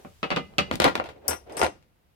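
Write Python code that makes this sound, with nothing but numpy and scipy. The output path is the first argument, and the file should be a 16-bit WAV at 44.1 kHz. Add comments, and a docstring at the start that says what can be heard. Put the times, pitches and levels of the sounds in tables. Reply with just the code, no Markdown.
"""Inside a narrow closet, on a stereo pair of microphones. A plastic clothes hanger knocks along the
metal rod, slips off at about 0.7 s and clatters down through the hanging clothes. At 1.3 s its wire
hook pings on the floor close to the left microphone; then the frame tips over and lands with a thud.
The near walls answer every contact with a dense burst of echoes and a short tail.
Faint room tone, rumble and hiss lie underneath and are all that is heard at the end."""
import sys
import numpy as np
from scipy import signal
from scipy.fft import rfft, irfft, next_fast_len
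from scipy.io import wavfile
from scipy.ndimage import map_coordinates

SR = 44100
rng = np.random.default_rng(int(sys.argv[2]) if len(sys.argv) > 2 else 0)


def wrap_up_sound(samples):
    """Save the sound to the file named by the first command line argument, as 16-bit audio."""
    columns = np.atleast_2d(samples).T
    # keep every value between -1 and 1, then stretch to whole-number steps
    tamed = np.clip(columns, -1, 1)
    steps = np.round(tamed * 32767).astype(np.int16)
    wavfile.write(sys.argv[1], SR, steps)


N = 94815
T = np.arange(SR * 6 // 10) / SR  # seconds within one contact


# The frame on its way to the floor. Each row: start in seconds, then strength, bass, brightness
# and crack in dB, then the crack's lead at the left microphone in ms.
FRAME_CLACKS = [(.7122, 11, 12, -9, 4, .27), (.724, 2.5, 19.5, 7, -24, 0.19),
                (.7382, 1.5, 24.5, 0, 0, 0.16), (.7552, -12, 25, 19.5, 6, 0.14),
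                (.8003, 17.5, 10.5, 2, 0.5, 0.4), (.819, 18, -15, 0.5, -5, 0.36),
                (.8418, 24, 2, -1.5, 0.5, -0.48), (.849, 23.5, 3, -14, -10, -.5),
                (.864, 22, 5.5, -14.5, -6, -.4), (.878, 15, 4, -3.5, -7.5, -0.23),
                (.9535, 13, 1.5, -4, 2.5, -0.54), (.977, 4.5, 9, -9, -1.5, -0.55),
                (.998, 14, -4, -20.5, 0, -0.62), (1.0402, -4.5, 14, 1.5, -4, 0),
                (1.056, 3, -16, -5.5, -15, 0), (1.0885, 0, 5.5, -3, -9, 0.084),
                (1.283, 13.5, -0.5, -15.5, -14, 0.34), (1.308, 13.5, -7, -9, -4, 0.55),
                (1.331, 8, 3, -13.5, -1.5, 0.69), (1.4696, -20, 1, -10.5, -7, -0.085),
                (1.4965, -10.5, -1, 2, -8, 0), (1.5683, 8, 4.5, -1, -10, 0.2),
                (1.5935, 13.5, 1, -20.5, -14, 0), (1.615, 18.5, -1.5, -12, 2.5, -0.39),
                (1.628, 23.5, -2.5, -19.5, -2.5, -0.15), (1.645, 9.5, -2.5, 0.5, 0, -.3),
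                (1.664, -2, 2, -10.5, 15.5, -0.46), (1.8255, -29, -4.5, 6, 0.5, 0.1)]
# The colour of a clack. Each row: frequency in Hz, gain in dB.
FRAME_TONE = [(40, -26.5), (105, -16), (170, -7), (330, -6), (520, 0.5), (750, 1.5), (1050, -4.5),
              (1400, -8.5), (2100, -6), (4200, -13.5), (6500, -24), (12000, -31), (16500, -42)]
# Where the frame sits in the pair. Each row: frequency in Hz, left over right in dB.
FRAME_SIDE = [(300, -1), (1500, 3), (4000, 4.5), (9000, 6)]
# The plastic's resonances. Each row: frequency in Hz, dB over the dry clack, t60 in seconds.
FRAME_MODES = [(323, -0.5, 0.052), (523.5, -3, 0.079), (714, -8, 0.16), (928, -2.5, .12), (1005, 0, .12),
               (1212, -3.5, .12), (1405, 7.5, 0.065), (1935, -3, .12), (2750, 2.5, 0.21)]

def frame_clacks():
    """The plastic frame tumbles and lands; each clack sets it ringing briefly."""
    out = np.zeros((2, N))
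    for start, db, bass_db, bright_db, crack_db, lead_ms in FRAME_CLACKS:
        clack = coloured(contact(crack_db, lead_ms), FRAME_TONE, FRAME_SIDE, bass_db, bright_db)
        add(out, start, amp(db) * clack)
    return resonate(out, FRAME_MODES)


# Up at the rod. Each row: start in seconds, then strength, bass, brightness and crack in dB,
# then the crack's lead at the left microphone in ms.
ROD_KNOCKS = [(0.0482, -6, 4.5, -19.5, -4, 0.05), (0.2297, 13, -5, -1, -6.5, 0.18),
              (0.3039, 9, -9.5, 5, -4, 0.28), (0.3133, 12, 1.5, 1, -12, 0.22),
              (0.3619, 10, 1.5, 7.5, -5, 0.24), (0.3688, 10.5, 2.5, -23.5, -3, 0.049),
              (0.537, -23, -0.5, -14, 5.5, 0.22), (.5825, 13, 3.5, 14.5, -2, 0.27),
              (0.5882, 9.5, -0.5, 5.5, 5, 0.35)]
# The colour of a knock. Each row: frequency in Hz, gain in dB.
ROD_TONE = [(40, -13.5), (100, -16), (170, 3.5), (350, 6), (600, -0.5), (950, 0), (1350, -0.5),
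            (1900, -4.5), (2800, -6), (4500, -15), (6500, -29), (9000, -37), (14000, -47.5), (17000, -49)]
# Almost midway between the microphones. Each row: frequency in Hz, left over right in dB.
ROD_SIDE = [(300, 0), (4000, 0.25), (9000, 1)]
# The rod's resonances. Each row: frequency in Hz, dB over the dry knock, t60 in seconds.
ROD_MODES = [(150, 7.5, 0.085), (189.4, 3.5, 0.28), (476.3, 4, 0.18), (576.3, 8.5, .12), (765, 6.5, .13),
             (1215, 3, .14), (1295, 1.5, .09), (2046, 4.5, 0.33), (2385, 8, .16), (2578, 8.5, 0.057),
             (2890, 3, 0.24), (2867, 6.5, 0.25), (3260, 1.5, 0.097), (3570, -2, 0.24), (4610, 5, .11)]

def rod_knocks():
    """The hanger knocks on the metal rod, which rings briefly."""
    out = np.zeros((2, N))
    for start, db, bass_db, bright_db, crack_db, lead_ms in ROD_KNOCKS:
        knock = coloured(contact(crack_db, lead_ms), ROD_TONE, ROD_SIDE, bass_db, bright_db)
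        add(out, start, amp(db) * knock)
    return resonate(out, ROD_MODES)


# The hook on the floor. Each row: start in seconds, then strength, crack, ring and brightness in dB.
HOOK_PINGS = [(1.2805, -4, 3, -26, 5), (1.5225, -29, -4.5, -35, -9), (1.5683, -14, -3, -26.5, -6),
              (1.5935, -13, -0.5, -31, -7.5), (1.6155, -16, 3, -31.5, -12), (1.632, -10, 0, -35.5, -10)]
# The colour of its tick. Each row: frequency in Hz, gain in dB.
HOOK_TONE = [(200, -44), (4200, -31.5), (4800, 3), (6300, -7), (7100, -10.5), (8300, -5), (9800, -7.5),
             (11000, -7), (13800, -12.5), (15500, -17), (17000, -35)]
# Close to the left microphone. Each row: frequency in Hz, left over right in dB.
HOOK_SIDE = [(4000, 6.2), (9000, 15.3)]

def hook_pings(tick_db=6):
    """The wire hook strikes with a bright tick and rings on; later, softer touches are duller."""
    out = np.zeros((2, N))
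    for start, db, crack_db, ring_db, bright_db in HOOK_PINGS:
        tick = coloured(contact(crack_db, lead_ms=0.24), HOOK_TONE, HOOK_SIDE)
        wire = filtered(wire_ring(), lambda hz: amp(pan_db(HOOK_SIDE, hz)))
        ping = amp(tick_db) * tick + amp(ring_db) * wire
        shelf = [(8500, 0), (13000, bright_db)]
        add(out, start, amp(db) * filtered(ping, lambda hz: causal(along(shelf, hz))))
    return out


# The wire's modes, heard close up. Each row: frequency in Hz, relative level in dB, t60 in seconds.
WIRE_MODES = [(5390, -7, .18), (5782, -2, .23), (6309, -4, .2), (7000, -12, .16), (7545, -10, .2),
              (7865, -6, .15), (8328, -3, .15), (8565, -7, .14), (8850, -9, .13), (9500, -4, .15),
              (9674, -3, .19), (9986, -9, .14), (10580, -9, .17), (11120, -13, .16), (11600, -11, .16),
              (12620, -11, .15), (13250, -12, .15), (13820, -8, .15)]

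def wire_ring(attack_s=0.0013, waver=0.5, scatter_db=2):
    """Damped modes, differing in level and phase at each microphone; echoes make each one waver."""
    hz, db, t60 = np.transpose(WIRE_MODES)[:, :, None]
    gain = amp(db + scatter_db * rng.standard_normal((2, len(hz), 1)))
    phase = 2 * np.pi * rng.random((2, len(hz), 1))
    knots = rng.standard_normal((2, len(hz), 42))
    echoes = 1 + waver * signal.resample(knots, len(T), axis=-1)
    modes = gain * echoes * np.sin(2 * np.pi * hz * T + phase) * fade(T, t60)
    return modes.sum(1) * rise(attack_s)


# Blows into the panels and floor, equal at both microphones. Each row: start in seconds, level in dB.
PANEL_THUDS = [(0.587, -40), (.712, -38), (0.804, -35), (.85, -51), (.955, -56), (1.062, -50.5),
               (1.28, -36), (1.615, -34.5)]

def panel_thuds(hz=79.7, rise_s=0.024, ring_db=-16.5, t60_s=0.27):
    """Heavier blows swell the closet's lowest resonance."""
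    out = np.zeros((2, N))
    swell = (T / rise_s * np.exp(1 - T / rise_s)) ** 2
    ring = amp(ring_db) * rise(rise_s) * fade(T, t60_s)
    thud = (swell + ring) * np.sin(2 * np.pi * hz * T)
    for start, db in PANEL_THUDS:
        add(out, start, amp(db) * thud[None])
    return out


# The direct path to the microphones stands out in the treble, which the clothes soak from the echoes.
# Each row: frequency in Hz, gain of the direct sound in dB.
DIRECT_TONE = [(200, -3.5), (1500, -1), (4000, 3.5), (9000, 4)]
# The closet's tail. Each row: frequency in Hz, t60 in seconds.
CLOSET_DECAY = [(100, 0.93), (250, .36), (700, 0.26), (2800, 0.34), (6000, 0.41), (14000, 0.29)]

def contact(crack_db, lead_ms, likeness=0.7, hold_s=0.0092, tail_db=-15.5):
    """One contact at both microphones: direct crack, burst from the near walls, closet tail."""
    common, own = rng.standard_normal(len(T)), rng.standard_normal((2, len(T)))
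    noise = np.sqrt(likeness) * common + np.sqrt(1 - likeness) * own
    crack = unit_energy(noise * np.sqrt(T) * fade(T, t60=0.008))
    delay_s = np.maximum([[-lead_ms], [lead_ms]], 0) / 1000  # the farther microphone hears it later
    crack = filtered(crack, lambda f: causal(along(DIRECT_TONE, f)) * np.exp(-2j * np.pi * f * delay_s))
    walls = diffuse(len(T)) * rise(0.00067) * fade(np.maximum(T - hold_s, 0), t60=0.12)
    hz, t, bands = signal.stft(diffuse(len(T)), SR, nperseg=256)
    bands *= fade(t, along(CLOSET_DECAY, hz)[:, None])
    tail = signal.istft(bands, SR)[1][:, :len(T)] * rise(hold_s)
    return amp(crack_db) * crack + unit_energy(walls) + amp(tail_db) * unit_energy(tail)


# The clothes around the hanger, brushed and swaying. Each row: time in seconds, level in dB.
CLOTH_LEVEL = [(0, -52.5), (.09, -60), (.17, -77), (.7, -47.5), (.95, -45.5), (1.09, -55), (1.145, -55.5),
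               (1.165, -47.5), (1.21, -54.5), (1.26, -43.5), (1.42, -64), (1.462, -54), (1.475, -49.5),
               (1.505, -38), (1.55, -43.5), (1.68, -32.5), (1.8, -104), (1.9, -83.5)]
# The fabric's colour. Each row: frequency in Hz, gain in dB.
CLOTH_TONE = [(80, -18.5), (200, -8), (380, 5.5), (560, 4), (760, 1.5), (1150, -11), (3000, -20.5),
              (6000, -35), (15000, -44.5)]

def clothes(flutter_db=3, knots_per_s=70):
    """Soft, uneven brushing of fabric."""
    position = np.arange(N) * knots_per_s / SR
    flutter = map_coordinates(rng.standard_normal(N // 50), [position])  # a smooth random curve
    return amp(curve(CLOTH_LEVEL) + flutter_db * flutter) * rush(CLOTH_TONE)


# The closet at rest: room tone, rumble and hiss. Each row: frequency in Hz, gain in dB.
ROOM_TONE = [(24, -25.5), (40, 0), (133, -0.5), (256, -9.5), (770, -13), (1480, -17), (2630, -20),
             (7170, -30.5), (14800, -25.5), (16000, -29.5)]
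RUMBLE_TONE = [(20, -22), (32, -10.5), (48, -2), (80, 1.5), (130, -5), (300, -24.5), (1000, -54)]
HISS_TONE = [(200, -10), (1000, 6), (3500, 5), (7000, 1.5), (13000, -1), (16000, -6.5)]
# The rumble swells and sinks. Each row: time in seconds, level in dB.
RUMBLE_LEVEL = [(0, -61.5), (.5, -58), (.85, -47), (1.2, -62.5), (1.7, -55.5), (1.9, -74.5), (2.15, -70.5)]

def background(room_db=-67.5, hiss_db=-61.5, hiss_fall_db_per_s=14.5):
    """Steady room tone, a low rumble and a faint hiss that fades away."""
    hiss = amp(hiss_db - hiss_fall_db_per_s * np.arange(N) / SR) * rush(HISS_TONE)
    room = amp(room_db) * rush(ROOM_TONE)
    rumble = amp(curve(RUMBLE_LEVEL)) * rush(RUMBLE_TONE)
    return room + rumble + hiss


# Sound reaching the pair from all around. Each row: frequency in Hz, left-right correlation.
MIC_LIKENESS = [(60, 1), (130, 0.12), (260, 0.59), (500, 0.12), (1000, -0.27), (2500, 0.16), (10000, -0.24)]

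def diffuse(n):
    """Stereo white noise, alike at the two microphones in the bass only."""
    def weights(hz):
        angle = np.arccos(along(MIC_LIKENESS, hz)) / 2
        return np.array([np.cos(angle), np.sin(angle)])
    mid, side = filtered(rng.standard_normal((2, n)), weights)
    return np.array([mid + side, mid - side])


def rush(tone):
    """Coloured stereo noise of rms 1."""
    noise = filtered(diffuse(N), lambda hz: amp(along(tone, hz)))
    return noise / np.sqrt(np.mean(noise ** 2))


def coloured(x, tone, side, bass_db=0, bright_db=0):
    """The material's colour and place; heavy contacts have more bass, hard ones more treble."""
    tilt = [(220, bass_db), (520, 0.01), (1100, 0), (8000, bright_db)]
    return filtered(x, lambda hz: causal(along(tone, hz) + along(tilt, hz) + pan_db(side, hz)))


def resonate(x, modes):
    """The dry sound plus the ringing that it excites."""
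    def ringing(f):
        return sum(amp(db) / (1 + 2j * np.pi * (f - hz) * t60 / np.log(1000)) for hz, db, t60 in modes)
    return filtered(x, lambda f: 1 + ringing(f))


def pan_db(side, hz):
    """A level difference split between left and right."""
    return np.outer([0.5, -0.5], along(side, hz))


def amp(db):
    """Decibels to amplitude."""
    return 10 ** (np.asarray(db) / 20)


def unit_energy(x):
    """Scaled to energy 1 per channel."""
    return x / np.linalg.norm(x, axis=-1, keepdims=True)


def along(points, hz):
    """(Hz, value) points joined on a log axis."""
    f, values = np.transpose(points)
    return np.interp(np.log(hz + 1), np.log(f + 1), values)


def curve(points):
    """(s, value) points joined, one value per sample."""
    return np.interp(np.arange(N) / SR, *np.transpose(points))


def rise(seconds):
    """Exponential onset."""
    return 1 - np.exp(-T / seconds)


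def fade(t, t60):
    """Decay by 60 dB in t60 seconds."""
    return np.exp(-np.log(1000) * t / t60)


def filtered(x, response):
    """x through a frequency response."""
    n = x.shape[-1]
    padded = 2 * next_fast_len(n // 2 + 2048)
    hz = np.fft.rfftfreq(padded, 1 / SR)
    return irfft(rfft(x, padded) * response(hz), padded)[..., :n]


def causal(db):
    """Minimum-phase response with these gains."""
    cepstrum = irfft(db * np.log(10) / 20)
    half = cepstrum.shape[-1] // 2
    cepstrum[..., 1:half] *= 2
    cepstrum[..., half + 1:] = 0
    return np.exp(rfft(cepstrum))


def add(out, start_s, x):
    """Mix x in at start_s."""
    i = round(start_s * SR)
    out[:, i:i + len(T)] += x[:, :N - i]


def scene():
    """Everything that reaches the microphones in the closet."""
    return rod_knocks() + frame_clacks() + hook_pings() + panel_thuds() + clothes() + background()


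def record(dry):
    """The recorder clips at full scale and keeps nothing above its band limit."""
    return filtered(np.clip(dry, -1, 1), lambda hz: hz < 16400)


dry = scene()
out = record(dry)
wrap_up_sound(out)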